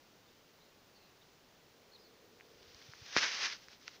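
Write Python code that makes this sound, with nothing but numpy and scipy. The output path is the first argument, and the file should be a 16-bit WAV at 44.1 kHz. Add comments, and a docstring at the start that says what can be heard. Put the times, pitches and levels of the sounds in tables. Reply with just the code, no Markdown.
"""Handling a camera in a quiet thicket

Faint outdoor air hisses, a far drone swells, and a few small birds whistle among the trees.
The grip on a hand-held camera shifts with soft bumps and ticks. Then something, probably cloth
or skin, catches on the case with a knock and slides over it in two strokes, its many tiny slips
blending into a rubbing noise. A few light brushes and clicks follow."""
import sys
import numpy as np
from scipy import signal
from scipy.fft import rfft, irfft
from scipy.io import wavfile

SR = 44100
rng = np.random.default_rng(int(sys.argv[2]) if len(sys.argv) > 2 else 0)


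def store_wav(level_fs):
    """Save 16-bit WAV to argv[1]."""
    pcm = np.round(np.clip(np.atleast_2d(level_fs), -1, 1) * 32767)
    wavfile.write(sys.argv[1], SR, pcm.T.astype(np.int16))


N = 176400  # 4 seconds

# Tone colour of the outdoor air and microphone hiss (frequency [Hz], relative level [dB])
AIR_COLOUR = [(20,-8),(50,-6.5),(120,-0.5),(260,0),(480,-1),(720,-3.5),(1200,-6.5),(2200,-9.3),(4400,-10.5),(6200,-13.5),(7100,-16.5),(8000,-24.5),(13800,-26),(14400,-19),(14900,-13.5),(15600,-14)]
# Loudness of the far drone (time [s], level [dB])
DRONE_LEVELS = [(0,-79),(1.55,-80.5),(1.85,-70.5),(2.15,-68.5),(2.55,-67.5),(2.95,-75.5),(3.7,-80.5),(4,-71.5)]
# Tone colour of the far drone (frequency [Hz], relative level [dB])
FAR_DRONE_COLOUR = [(150,-41),(300,-12),(390,-3.5),(440,0),(520,-6),(700,-22),(1500,-51)]
# Bird notes (start [s], length [s], level [dB], start pitch [Hz], middle pitch [Hz], end pitch [Hz])
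BIRD_NOTES = [(.275,.022,-70.5,3670,3600,3550),(0.604,.04,-71,3600,4000,4100),(.945,.05,-68.5,4400,4420,4320),(0.971,.18,-76,2720,2650,2600),(0.993,.1,-73,4400,4230,4000),(1.211,.022,-69,3520,3700,3650),(1.917,0.012,-63.5,4200,4080,4300),(1.932,0.012,-59.5,4520,4100,4350),(1.946,0.02,-58,4460,4050,3800),(1.974,0.07,-69.5,5000,4950,5000),(2.029,.062,-67,4750,4350,4200)]
# How hard the case is rubbed (time [s], strength [dB])
RUB_STRENGTH = [(2.3,-79),(2.59,-69.5),(2.65,-66.5),(2.86,-61.5),(3.0,-62.5),(3.08,-52.5),(3.115,-51),(3.158,-42),(3.172,-26.5),(3.188,-30),(3.203,-38),(3.232,-30),(3.29,-39.5),(3.38,-41),(3.41,-37),(3.46,-34),(3.492,-44),(3.527,-42),(3.585,-63),(3.62,-78)]
# Light brushes after the slide (middle time [s], half length [s], strength [dB])
LIGHT_BRUSHES = [(3.63,0.042,-62.5),(3.729,0.041,-60),(3.833,0.033,-63.5),(3.881,0.02,-56),(3.919,.015,-60.5),(3.951,0.023,-59)]
# Tone colour of the fine rubbing hiss (frequency [Hz], relative level [dB])
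HISS_COLOUR = [(50,-31),(150,-26),(400,-17),(800,-12),(1400,-4.5),(2000,-3.3),(3200,-1.6),(4200,-1),(5200,0.5),(6100,-3),(6700,-11),(7300,-25.5),(8000,-34),(11000,-43),(15500,-45)]
# Tone colour of the coarser slips (frequency [Hz], relative level [dB])
SLIP_COLOUR = [(40,-35),(130,-20.5),(450,-10),(750,-10.5),(1100,-5),(1900,2.5),(2600,-2),(3800,-8.5),(5000,-7),(6200,-11),(7000,-35),(8000,-49),(15000,-60)]
# Ticks of the case (time [s], level [dB], pitch [Hz], half length [ms], bright snap [share])
CASE_TICKS = [(2.4003,-48,2100,.45,.05),(2.4096,-41.5,2100,0.4,.05),(2.630,-47,3000,.25,0.65),(2.723,-48,4000,.25,.4),(2.7468,-43,5000,.25,.3),(2.8172,-46,1900,0.39,.4),(2.8262,-51,3000,.3,.4),(2.9365,-37.5,1600,0.41,.15),(3.4386,-30,2200,.25,0.55),(3.527,-34.5,1890,0.54,.2),(3.685,-41.5,1720,0.41,0.85),(3.8799,-30,2250,0.32,0.84),(3.8814,-38.5,1600,0.42,0.5),(3.882,-43,1050,0.57,.05)]
# Soft finger bumps (time [s], level [dB], pitch [Hz])
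FINGER_BUMPS = [(2.555,-66,65),(2.612,-63.5,80),(2.678,-61,85),(2.752,-59,80),(2.892,-50,120),(3.021,-51.5,101)]
# The catch that starts the slide (time [s], level [dB], pitch [Hz], half length [ms], bright snap [share])
CATCH = (3.1657,-10.5,1600,0.26,0.31)


def amp(db):
    """Turns decibels into a number to multiply a sound by."""
    return 10 ** (np.asarray(db) / 20)


def unit(x):
    """Scales a signal to an average size (rms) of one."""
    return x / np.sqrt(np.mean(x ** 2) + 1e-20)


def curve(points):
    """Joins (time [s], value) points by straight lines."""
    return np.interp(np.arange(N) / SR, *np.transpose(points))


def add(mix, start_s, sound):
    """Mixes a sound in at the given time."""
    part = mix[max(round(start_s * SR), 0):][:len(sound)]
    part += sound[:len(part)]


def coloured(x, colour):
    """Gives a signal a tone colour, and an average size of one."""
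    table_hz, table_db = np.transpose(colour)
    hz = np.fft.rfftfreq(len(x), 1 / SR)
    gain = amp(np.interp(np.log(hz + 1), np.log(table_hz + 1), table_db))
    return unit(irfft(rfft(x) * gain, len(x)))


def wander(rate_hz):
    """A random wobble of average size one, mostly slower than rate_hz."""
    hz = np.fft.rfftfreq(N, 1 / SR)
    return unit(irfft(rfft(rng.standard_normal(N)) / (1 + (hz / rate_hz) ** 2), N))


def outdoor_air(level_db=-64.5, waver_db=0.1):
    """Air and microphone hiss: faint, almost steady noise."""
    return coloured(rng.standard_normal(N), AIR_COLOUR) * amp(level_db + waver_db * wander(rate_hz=4))


def far_drone():
    """A narrow band of noise that swells and fades, perhaps traffic."""
    return coloured(rng.standard_normal(N), FAR_DRONE_COLOUR) * amp(curve(DRONE_LEVELS))


def birds(wobble_share=0.0354, echo_db=-10, echo_s=0.6):
    """Short wobbling whistles, scattered by the trees into a soft echo."""
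    whistles = np.zeros(N)
    wobble = 1 + wobble_share * wander(rate_hz=240)
    for start_s, length_s, db, *pitches_hz in BIRD_NOTES:
        progress = np.linspace(0, 1, int(length_s * SR))
        hz = np.interp(progress, [0, .5, 1], pitches_hz) * wobble[int(start_s * SR):][:len(progress)]
        swell = np.sqrt(2 * abs(np.sin(np.pi * progress)))
        add(whistles, start_s, amp(db) * swell * np.sin(2 * np.pi * np.cumsum(hz) / SR))
    t = np.arange(SR) / SR
    tail = rng.standard_normal(SR) * amp(-60 * t / echo_s)
    echo = signal.fftconvolve(whistles, tail / np.linalg.norm(tail))[:N]
    return whistles + amp(echo_db) * echo


def friction(colour, per_s, spread_db, flutter_db=1):
    """Tiny random slips of uneven size blur into a fluttering noise."""
    sizes = amp(spread_db * np.minimum(rng.exponential(1, N), 4))
    grains = sizes * rng.choice([-1, 1], N) * (rng.random(N) < per_s / SR)
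    return coloured(grains, colour) * amp(flutter_db * wander(rate_hz=100))


def rubbing(firm_db=-39, hiss_gain_db=-2.06, slip_gain_db=-5):
    """Fine hiss follows the stroke; coarse slips take over as it presses harder."""
    t = np.arange(N) / SR
    power = amp(curve(RUB_STRENGTH)) ** 2
    for middle_s, half_s, db in LIGHT_BRUSHES:
        power += amp(db) ** 2 * np.exp(-2 * ((t - middle_s) / half_s) ** 2)
    force = np.sqrt(power) / amp(firm_db)  # 1 is a firm stroke
    hiss = amp(hiss_gain_db) * friction(HISS_COLOUR, per_s=14000, spread_db=3)
    slips = amp(slip_gain_db) * friction(SLIP_COLOUR, per_s=7000, spread_db=2.5)
    return amp(firm_db) * (hiss * force ** 0.88 + slips * force ** 1.23)


def ticks(contacts, snap_hz=4970, snap_ms=0.26):
    """Each contact shakes the case once or twice, with a bright snap on top."""
    out = np.zeros(N)
    ms = np.linspace(-2, 2, round(.004 * SR))
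    for time_s, db, hz, half_ms, snap_share in contacts:
        body = np.exp(-(ms / half_ms) ** 2) * np.sin(2 * np.pi * hz * ms / 1000)
        snap = np.exp(-(ms / snap_ms) ** 2) * np.cos(2 * np.pi * snap_hz * ms / 1000)
        add(out, time_s - .002, amp(db) * (body + snap_share * snap))  # centred on time_s
    return out


def finger_bumps(half_s=0.0065):
    """Each bump is one soft push and release of a finger."""
    out, t = np.zeros(N), np.arange(N) / SR
    for time_s, db, hz in FINGER_BUMPS:
        push = np.exp(-((t - time_s - half_s / 2) / half_s) ** 2)
        out += amp(db) * push * np.cos(2 * np.pi * hz * (t - time_s))
    return out


def knock(thud_gain_db=-19, thud_hz=343, fade_ms=1.1, bass_cut_hz=115):
    """Something catches on the case: one loud tick with a short, low thud."""
    out, t = ticks([CATCH]), np.arange(SR // 20) / SR
    thud = np.sin(2 * np.pi * thud_hz * t) * np.exp(-1000 * t / fade_ms)
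    bass_cut = signal.butter(2, bass_cut_hz, "high", fs=SR, output="sos")
    add(out, CATCH[0], amp(thud_gain_db) * signal.sosfilt(bass_cut, thud))
    return out


def scene():
    """Adds all the sounds together in one channel."""
    thicket = outdoor_air() + far_drone() + birds()
    handling = rubbing() + ticks(CASE_TICKS) + finger_bumps() + knock()
    return (thicket + handling)[None]


def record(dry):
    """Cuts away the very highest treble."""
    top_hz = 15600
    treble_cut = signal.firwin(801, top_hz, window=("kaiser", 8), fs=SR)
    return signal.oaconvolve(dry, treble_cut[None], "same")


dry = scene()
out = record(dry)
store_wav(out)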